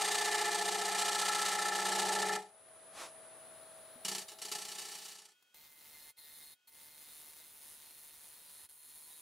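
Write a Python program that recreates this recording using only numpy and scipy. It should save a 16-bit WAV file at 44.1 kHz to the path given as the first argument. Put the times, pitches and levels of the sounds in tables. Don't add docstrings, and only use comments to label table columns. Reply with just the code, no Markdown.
import sys
import numpy as np
from scipy import signal
from scipy.fft import rfft, irfft, next_fast_len
from scipy.io import wavfile
from scipy.ndimage import uniform_filter1d

SR = 44100
rng = np.random.default_rng(int(sys.argv[2]) if len(sys.argv) > 2 else 0)


def to_wav(sig):
    pcm = np.clip(np.atleast_2d(sig), -1, 1) * 32767
    pcm = np.round(pcm).astype(np.int16)
    wavfile.write(sys.argv[1], SR, pcm.T)


N = 406161
TIME = np.arange(N) / SR
HZ = np.maximum(np.arange(N // 2 + 1) * SR / N, 1)

# pitch_hz, side_minus_middle_db
CUT_WIDTH = [(60, -20), (110, -11), (200, -16.5), (380, -24), (700, -10.5), (1290, -21), (2380, -32),
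             (4400, -15), (8120, -11.5), (15000, 2.5)]
MOTOR_WIDTH = [(60, -10), (110, -12), (200, -2), (380, -3), (700, -14), (1290, -12), (2380, -10),
               (4400, -8), (8120, -0.5), (15000, 14)]
FAST_WIDTH = [(60, -4), (110, -8), (200, -5.5), (380, -7.5), (700, -8), (1290, -8), (2380, -10), (4400, -8),
              (8120, -9.5), (15000, -15)]
# pitch_hz, level_db
MOTOR_AIR = [(30, -53), (80, -18), (300, -17), (620, -8), (900, -14), (1250, -13), (2700, -22.5),
             (3900, -22.5), (5600, -30), (9000, -24.5), (10000, -12.5), (10900, -24.5), (12300, -39),
             (15500, -53)]
FAST_MOTOR_AIR = [(24, -59), (40, -25), (1310, -39), (1450, -11), (1560, -29), (2920, -3), (3140, -11),
                  (3470, -14), (14000, -43), (15500, -13)]
FAST_HISS = [(50, -21), (120, -10), (375, -3.5), (1000, -5), (3000, 0.5), (6000, -4), (15000, -11)]
# pitch_hz, level_db
MOTOR_TONES = [(646, -62.5), (9464, -82), (9679, -73.5), (9895, -63.5), (10034, -73.5), (10110, -68.5),
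               (10180, -87), (10971, -80.5)]
FAST_MOTOR_TONES = [(1464, -82), (2541, -84), (3225, -80.5), (6282, -91)]
# pitch_hz, level_db
SLIDE_COLOUR = [(100, -19), (350, -7), (650, -0.5), (1100, 0.5), (2000, -6.5), (4200, -7.5), (8000, -10),
                (11000, -17), (15000, -30)]

# share_of_turn, drag_db
GRAIN_DRAG = [(0, 2.5), (.12, 1), (.18, -0.5), (.27, -6), (.33, 3), (.45, 3), (.56, 0.3), (.64, -5.5),
              (.79, -4.5), (.86, 0.8)]
# pitch_hz, width_hz, level_db
BOOM_MODES = [(159, 17, -12), (191.4, 14.2, 1), (225, 34, -18.5)]
BOWL_MODES = [(359, 13, -5.5), (389, 4.9, -9.5), (418.7, 9.9, 0.5), (448.6, 8, -9), (620, 68, -25),
              (697, 26, -9), (748, 22, -4), (799, 14.5, 2), (847.3, 21, 5.5), (912, 9, -5.5), (972, 9, -15)]
UPPER_BOWL_MODES = [(1154, 107, -11), (1271, 40, -4.5), (1326.6, 27, 3.5), (1757, 94, 2.5), (2020, 350, -7),
                    (2416, 79, -5)]
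EDGE_MODES = [(2908, 116, 2.5), (3850, 220, -5.5), (4260, 220, 0), (4640, 170, 1.5), (5620, 130, 1),
              (6520, 380, -4.5), (7420, 330, -3), (8320, 450, -3.5), (9050, 180, -8.5)]
# pitch_hz, width_hz, loudest_at_s, level_db, fall_either_side_db_per_s
WALL_MODES = [(702, 24, 0.62, -47.5, 16), (602, 110, 2.2, -52.5, 10), (867, 7.3, 1.34, -50.5, 6)]
# pitch_hz, level_db
HEAVY_SHAVINGS = [(110, -45), (200, -15), (310, -12), (560, -7), (1050, -1), (1480, -7.5), (2200, -6.5),
                  (2700, -3), (3400, -0.5), (4600, -2.5), (6000, -3), (9000, -3), (12000, -12),
                  (15500, -27.5)]
LIGHT_SHAVINGS = [(80, -38), (200, -10), (300, -11.5), (600, -6), (1050, -3.5), (1480, -8), (2600, 0.5),
                  (3600, 2.5), (4600, 2.5), (6400, 2.5), (10000, 0), (12500, -7), (15500, -19)]
# time_s, shavings_db, upper_bowl_db, bowl_db, boom_db
HEAVY_LEVELS = [(0.03, -37, -38, -38.5, -64), (0.2, -38.5, -39, -39, -65), (0.38, -37.5, -36.5, -38, -63.5),
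                (0.6, -39.5, -41, -39.5, -60.5), (0.8, -40, -42, -39, -59), (0.96, -37.5, -39, -40, -60),
                (1.12, -38.0, -41, -39.5, -62.5), (1.26, -36, -39, -41.5, -61),
                (1.5, -36.5, -38, -40.5, -60), (1.7, -39.5, -40.5, -38.5, -61.5),
                (2.05, -37.5, -41.5, -36, -54), (2.33, -41, -39, -37.5, -54)]
# loudest_at_s, half_length_s, share_of_turn, low_db, middle_db, high_db
HARD_SPOTS = [(0.447, 0.32, .24, -35.5, -51, -40), (0.902, 0.48, .37, -45.5, -38, -38.5),
              (1.264, 0.21, 0.48, -37.5, -35.5, -34.5), (1.75, 0.52, .86, -36.5, -36, -30.5),
              (2.24, 0.23, .43, -39.5, -38.5, -34)]
# pitch_hz, rise_s
KNOCK_MODES = [(848, 0.0085), (1329, 0.0067), (1768, .0038)]
# start_s, shavings_db, bowl_db, boom_db
BITES = [(4.047, -36, -54, -55), (4.080, -34.5, -48, -59), (4.113, -36, -46.5, -53.5),
         (4.147, -34.5, -47.5, -62), (4.179, -36.5, -52, -58), (4.213, -45, -67, -72),
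         (4.281, -44.5, -61, -76), (4.315, -48.5, -54.5, -77), (4.384, -48.5, -61, -78),
         (4.415, -36, -55, -69), (4.447, -36.5, -49, -60), (4.482, -42.5, -58, -68),
         (4.514, -32.5, -45, -58), (4.548, -34.5, -46, -61), (4.649, -43, -60, -68), (4.781, -38, -56, -68)]
# time_s, shavings_db, bowl_db, boom_db, dip_between_catches_db
LIGHT_LEVELS = [(4.59, -36, -56, -65, 9.5), (4.75, -35, -51.5, -64, 7), (4.9, -34, -48.5, -67, 6.5),
                (5.05, -35, -53, -63, 4.5), (5.3, -34, -47.5, -65, 6.5)]

# start_s, end_s, entry_s, buzz_db, sizzle_db, fizz_db, swell_db
FAST_PASSES = [(3.346, 5.132, .01, -59.5, -70, -66, 2), (5.542, 6.105, .004, -68.5, -66.5, -63.5, 12),
               (6.164, 6.536, 0.021, -63.5, -60.5, -61, 2.5), (6.671, 6.695, 0.0043, -65.5, -62.5, -60, -2),
               (6.696, 8.66, 0.032, -69.5, -60, -64, 2.5), (8.688, 9.25, .005, -67.5, -58, -64, 0.5)]
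# time_s, level_db
FAST_LEAN = [(5.1, -2), (5.55, -3), (5.66, 1), (5.74, -4.5), (5.85, 0.5), (6.05, 2), (6.2, -2), (6.43, 1),
             (6.53, -2), (6.69, -6.5), (6.8, 0.5), (6.96, -0.5), (7.15, 2.8), (7.28, 1.5), (7.4, 1.5),
             (7.53, -1), (7.68, 3.5), (7.78, 1), (7.9, 0.5), (8.3, 1), (8.42, -1.5), (8.63, 1.5),
             (8.76, -7), (8.95, -1), (9.2, -1)]
# pitch_hz, level_db
FAST_RUSTLE = [(25, -3.5), (100, -2.5), (1000, -1), (1500, -2.5), (2400, -0.5), (5000, -1), (8000, -1.5),
               (15500, -1)]
FAST_SIZZLE = [(5500, -48), (6500, -11.5), (8200, -17), (8750, -2), (9400, -7), (10350, 0.5), (11400, 0.5),
               (12000, -15), (13000, -30)]
FAST_FIZZ = [(10500, -47), (12000, -9), (13200, -3), (13650, -9), (14200, 3), (15000, 3), (15700, -10)]
# pitch_hz, width_hz, level_db
FAST_BUZZ_MODES = [(1835, 210, -5.5), (2060, 49, -5.5), (3770, 610, -2), (4866, 60, -5), (5016, 36, -9)]
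# pitch_hz, loudest_at_s, level_db, fall_either_side_db_per_s
FAST_RING = [(900, 6.2, -80, 1.5), (2085, 6.2, -71.5, 6.5), (1000, 9.2, -79.5, 7)]
# time_s, level_db
FAST_BOWL_WHISTLE = [(5.56, -69), (5.75, -81), (6.05, -67.5), (6.3, -65), (6.36, -72), (6.5, -61),
                     (6.68, -73), (7.16, -71), (7.55, -78), (7.9, -74), (9.2, -73)]
# start_s, level_db
TOUCHES = [(5.425, -62), (5.544, -53), (6.174, -66), (6.674, -64), (8.689, -68)]

TURNS_HZ, FAST_TURNS_HZ = 14.95, 74.85
LIFT_S, EXIT_S = 2.362, 0.031
FADE_FROM_S, FADE_TO_S = 3.02, 5.36


def from_db(db):
    return np.exp(np.asarray(db) * (np.log(10) / 20))


def rms_one(x):
    return x / np.sqrt(np.mean(x ** 2) + 1e-20)


def white():
    return rng.standard_normal((2, N))


def drift(rate_hz):
    count = int(TIME[-1] * rate_hz) + 2
    return rms_one(np.interp(TIME * rate_hz, np.arange(count), rng.standard_normal(count)))


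def in_time(rows):
    times, *columns = np.transpose(rows)
    return [np.interp(TIME, times, column) for column in columns]


def hump(middle_s, half_s):
    return np.exp(-np.minimum(((TIME - middle_s) / half_s) ** 2, 20))


def contact(start, end, entry_s, exit_s):
    return np.clip((TIME - start) / entry_s, 0, 1) * np.exp(-np.clip((TIME - end) / exit_s, 0, 20))


def colour(points):
    hz, db = np.transpose(points)
    return from_db(np.interp(np.log(HZ), np.log(hz), db))


def resonances(modes):
    peaks = (from_db(db) / (1 + (2 * (HZ - hz) / width) ** 2) for hz, width, db in modes)
    return np.sqrt(sum(peak ** 2 for peak in peaks))


def radiate(force, response, width):
    size = next_fast_len(N, True)
    bins = np.arange(size // 2 + 1) * SR / size
    shape = np.array([np.interp(bins, HZ, gain) for gain in (response, response * colour(width))])
    mid, side = irfft(rfft(force.astype(np.float32), size) * shape.astype(np.float32), size)[:, :N]
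    return np.array([mid + side, mid - side]) / np.std(mid)


def tones(lines, waver_hz, flutter_db, spread):
    out = 0
    for hz, db in lines:
        phase = 2 * np.pi * np.cumsum(hz + waver_hz * drift(12)) / SR
        level = np.sqrt(2) * from_db(db + flutter_db * drift(22))
        out = out + level * np.sin(phase + spread * np.array([[1], [-1]]))
    return out


def workshop(x, echo_s=0.35, echo_db=-16):
    age = TIME[:SR // 2]
    tail = rng.standard_normal((2, len(age))) * from_db(-60 * age / echo_s) * (age > .003)
    tail /= np.sqrt(np.sum(tail ** 2, axis=1, keepdims=True))
    return x + from_db(echo_db) * signal.fftconvolve(x, tail, axes=1)[:, :N]


def motor(recover_s=0.37):
    air = from_db(-60) * radiate(white(), colour(MOTOR_AIR), MOTOR_WIDTH)
    whine = tones(MOTOR_TONES, waver_hz=0.63, flutter_db=0.5, spread=0.13)
    recovery = 1 - np.exp(-np.maximum(TIME - LIFT_S, 0) / recover_s)
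    dip_db = 2.4 * contact(BITES[0][0], FADE_TO_S, 0.18, EXIT_S)
    level = from_db(-33) + recovery * from_db(1.5 - dip_db)
    return level * (air + whine) * from_db([[.9], [-.9]])


def fast_motor():
    air = from_db(-88) * radiate(white(), colour(FAST_MOTOR_AIR), FAST_WIDTH)
    hiss = from_db(-76.5) * radiate(white(), colour(FAST_HISS), FAST_WIDTH)
    hum = tones(FAST_MOTOR_TONES, waver_hz=2.95, flutter_db=-1.0, spread=0.61)
    return from_db(np.interp(TIME, [5.55, 5.7], [0, -4])) * (air + hiss + hum)


def slide():
    rubbing = white() * from_db(0.83 * drift(400))
    level = from_db(-46) * hump(middle_s=3.018, half_s=0.059)
    return level * radiate(rubbing, colour(SLIDE_COLOUR), CUT_WIDTH)


def bump(start_s=3.958, pitch_hz=245, decay_s=0.014):
    age = np.clip(TIME - start_s, 0, 1)
    return from_db(-53) * np.exp(-age / decay_s) * np.sin(2 * np.pi * pitch_hz * age)


def touches(decay_s=0.0072):
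    level = sum(from_db(db) * (TIME >= s) * np.exp(-np.abs(TIME - s) / decay_s) for s, db in TOUCHES)
    return from_db(-2.5) * level * radiate(white(), colour(FAST_RUSTLE), FAST_WIDTH)


def ripples(turns_hz, renew_hz, uneven_db=0, paired_db=0, waver_db=0):
    period = round(SR / turns_hz)
    per_turn = np.arange(period // 2 + 1)
    depth = from_db(uneven_db * rng.standard_normal(len(per_turn)) + paired_db * (-1) ** per_turn)
    renewal = np.clip(per_turn * turns_hz / renew_hz, .12, 3)
    steps = rng.standard_normal((2, N // period + 1, len(per_turn))) * renewal
    phase = rng.uniform(0, 2 * np.pi, (2, 1, len(per_turn))) + np.cumsum(steps, axis=1)
    growth = rms_one(uniform_filter1d(rng.standard_normal(steps.shape[1:]), 6, axis=0, mode="wrap"))
    each_turn = irfft(depth * from_db(waver_db * growth) * np.exp(1j * phase), period)
    return rms_one(each_turn.reshape(2, -1)[:, :N])


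def grain_db(turns, rings_db, count=30):
    share, db = np.transpose(GRAIN_DRAG)
    rings = np.interp(turns, np.arange(count) / count, rms_one(rng.standard_normal(count)), period=1)
    return np.interp(turns, share, db, period=1) + rings_db * rings


def snaps(per_s, decay_s):
    bursts = (rng.random(N) < per_s / SR) * rng.exponential(1, N)
    power = signal.lfilter([1], [1, -np.exp(-1 / (decay_s * SR))], bursts)
    return power / power.mean()


def shavings(force, response, shift_db=2.0, bands_per_octave=2.3, count=3):
    out = 0
    for k in range(count):
        bands = response * (1 + np.cos(2 * np.pi * (bands_per_octave * np.log2(HZ) + k / count)))
        swell = from_db(shift_db * drift(35))
        out = out + np.linalg.norm(bands) * radiate(force * swell, bands, CUT_WIDTH)
    return out / np.std(out.mean(axis=0))


def bowl_wall():
    force = ripples(TURNS_HZ, renew_hz=1460, waver_db=2.0)
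    out = 0
    for hz, width, loudest_s, db, fall in WALL_MODES:
        level = from_db(db - fall * np.abs(TIME - loudest_s))
        out = out + level * radiate(force, resonances([(hz, width, 0)]), CUT_WIDTH)
    return out


def knocks(turns):
    out = np.zeros(N)
    for loudest_s, half_s, share, *notes_db in HARD_SPOTS:
        age = (turns - share) % 1 / TURNS_HZ
        strength = hump(loudest_s, half_s) * from_db(.8 * drift(13))
        for (hz, rise_s), db in zip(KNOCK_MODES, notes_db):
            level = strength * from_db(db) * age / rise_s * np.exp(1 - age / rise_s)
            out += level * np.sin(2 * np.pi * (hz * age + rng.random()))
    return workshop(np.array([out, out]))


def cut(gains, drag_db, shavings_colour, snap_share, renew_hz, bowl_share, dull_db, edge_db):
    boom_gain, bowl_gain, upper_gain, shavings_gain = gains
    force = ripples(TURNS_HZ, renew_hz, waver_db=2.16)
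    push = force * from_db(bowl_share * drag_db)
    boom = radiate(push, resonances(BOOM_MODES), CUT_WIDTH)
    dulling = from_db(-dull_db * np.log2(np.clip(HZ, 300, 1200)))
    bowl = radiate(push, resonances(BOWL_MODES) * dulling, CUT_WIDTH)
    upper_bowl = radiate(force * from_db(0.54 * drag_db), resonances(UPPER_BOWL_MODES), CUT_WIDTH)
    tearing = np.sqrt(1 + snap_share * snaps(per_s=780, decay_s=0.0018))
    fibres = ripples(TURNS_HZ, renew_hz=2910, uneven_db=3.0, paired_db=0.5) * from_db(drag_db) * tearing
    edge_ring = from_db(edge_db) * resonances(EDGE_MODES)
    hiss = shavings(fibres, np.hypot(colour(shavings_colour), edge_ring))
    wood = (boom_gain * boom + bowl_gain * bowl) * from_db([[.5], [-.5]])
    wood = signal.sosfilt(signal.butter(4, 120, "high", fs=SR, output="sos"), wood)
    return wood + workshop(upper_gain * upper_bowl + shavings_gain * hiss)


def hand_pressure(treble_share=0.31):
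    lean_db, = in_time(FAST_LEAN)
    gains = np.zeros((4, N))
    for start, end, entry_s, buzz_db, sizzle_db, fizz_db, swell_db in FAST_PASSES:
        press = contact(start, end, entry_s, exit_s=0.0093)
        sizzle = from_db(sizzle_db + swell_db * np.interp(TIME, [start, end], [-.5, .5]))
        gains += [press, press * from_db(buzz_db - 3), press * sizzle, press * from_db(fizz_db)]
    press, buzz, sizzle, fizz = gains
    lean, treble = from_db(lean_db), from_db(treble_share * lean_db)
    return press * treble, press * lean * from_db(-60.5), buzz * lean, sizzle * treble, fizz * treble


def fast_cut():
    ring_gain, rustle_gain, buzz_gain, sizzle_gain, fizz_gain = hand_pressure()
    drag = from_db(0.5 * grain_db(FAST_TURNS_HZ * TIME, rings_db=-2.5) + 0.66 * drift(60))
    tearing = np.sqrt(1 + 0.28 * snaps(per_s=500, decay_s=0.0012))
    rustle = radiate(white() * drag * tearing, colour(FAST_RUSTLE), FAST_WIDTH)
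    chatter = ripples(FAST_TURNS_HZ, renew_hz=4200, uneven_db=-1.0, paired_db=-5.0, waver_db=3.0)
    buzz = from_db(2 * drift(35)) * radiate(chatter, resonances(FAST_BUZZ_MODES), FAST_WIDTH)
    fine_ripples = drag * ripples(FAST_TURNS_HZ, renew_hz=11060, uneven_db=3.0, waver_db=2.0)
    sizzle = from_db(1.4 * drift(14)) * radiate(fine_ripples, colour(FAST_SIZZLE), FAST_WIDTH)
    fizz = from_db(0.98 * drift(14)) * radiate(fine_ripples, colour(FAST_FIZZ), FAST_WIDTH)
    ring = 0
    for hz, loudest_s, db, fall in FAST_RING:
        note = tones([(hz, db)], waver_hz=0.00354 * hz, flutter_db=3.0, spread=0.11)
        ring = ring + from_db(-fall * np.abs(TIME - loudest_s)) * note
    whistle_gain = from_db(in_time(FAST_BOWL_WHISTLE)[0] + 1.7 * drift(22))
    whistle = whistle_gain * radiate(white(), resonances([(4255, 72, 0)]), FAST_WIDTH)
    singing = ring_gain * (whistle + drag * ring)
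    scraping = rustle_gain * rustle + buzz_gain * buzz + sizzle_gain * sizzle + fizz_gain * fizz
    return (singing + scraping) * from_db(0.23 * drift(7.8))


def light_cut(settle_s=4.582, entry_s=0.0035, bite_hold_s=0.0096, catch_s=0.0075):
    shavings_db, bowl_db, boom_db, depth_db = in_time(LIGHT_LEVELS)
    since_catch = (TIME - settle_s) % (.5 / TURNS_HZ)
    catch = np.clip(since_catch / 0.0025, 0, 1) * np.clip(1 - (since_catch - catch_s) / 0.015, 0, 1)
    dip_db = depth_db * (catch - 1) + 0.69 * drift(110)
    steady = contact(settle_s, FADE_TO_S, entry_s, EXIT_S)
    power = (steady * from_db([boom_db, bowl_db + 0.2 * dip_db, shavings_db + dip_db])) ** 2
    age = TIME[:SR // 4]
    fall_s = np.array([[0.034], [0.044], [0.017]])
    bite = np.minimum(age / entry_s, 1) * np.exp(-np.maximum(age - bite_hold_s, 0) / fall_s)
    for start_s, tear_db, knock_db, thump_db in BITES:
        start = int(start_s * SR)
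        power[:, start:start + len(age)] += (from_db([[thump_db], [knock_db], [tear_db]]) * bite) ** 2
    boom_gain, bowl_gain, shavings_gain = np.sqrt(power)
    upper_gain = from_db(-6.25) * np.sqrt(bowl_gain * shavings_gain)
    gains = boom_gain, bowl_gain, upper_gain, shavings_gain
    return cut(gains, 0, LIGHT_SHAVINGS, snap_share=0.42, renew_hz=1470,
               bowl_share=0, dull_db=2.5, edge_db=6.5)


def heavy_cut(lift_takes_s=0.034, die_db_per_s=188):
    shavings_db, upper_db, bowl_db, boom_db = in_time(HEAVY_LEVELS)
    since_lift = np.maximum(TIME - LIFT_S, 0)
    ringing = from_db(-die_db_per_s * np.minimum(since_lift, 1))
    cutting = ringing * from_db(-8.5 * np.minimum(since_lift / lift_takes_s, 1))
    gains = (ringing * from_db(boom_db - 0.3), ringing * from_db(bowl_db - 1.5),
             cutting * from_db(upper_db - 2.5), cutting * from_db(shavings_db + 0.5))
    turns = TURNS_HZ * TIME + 0.15
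    drag_db = 0.98 * grain_db(turns, rings_db=-0.06) + 0.19 * drift(25)
    notes = ringing * bowl_wall() + cutting * knocks(turns)
    return notes + cut(gains, drag_db, HEAVY_SHAVINGS, snap_share=0.53, renew_hz=2330,
                       bowl_share=0.12, dull_db=0, edge_db=2.0)


def scene():
    fade = np.interp(TIME, [FADE_FROM_S, FADE_TO_S], [0, 1])
    normal = heavy_cut() + light_cut() + motor() + slide() + bump()
    fast = fast_cut() + fast_motor() + touches()
    return np.cos(np.pi / 2 * fade) * normal + fade * fast


def record(dry):
    cutoff_hz = 15720
    return signal.sosfilt(signal.ellip(12, .1, 80, cutoff_hz, fs=SR, output="sos"), dry)


dry = scene()
out = record(dry)
to_wav(out)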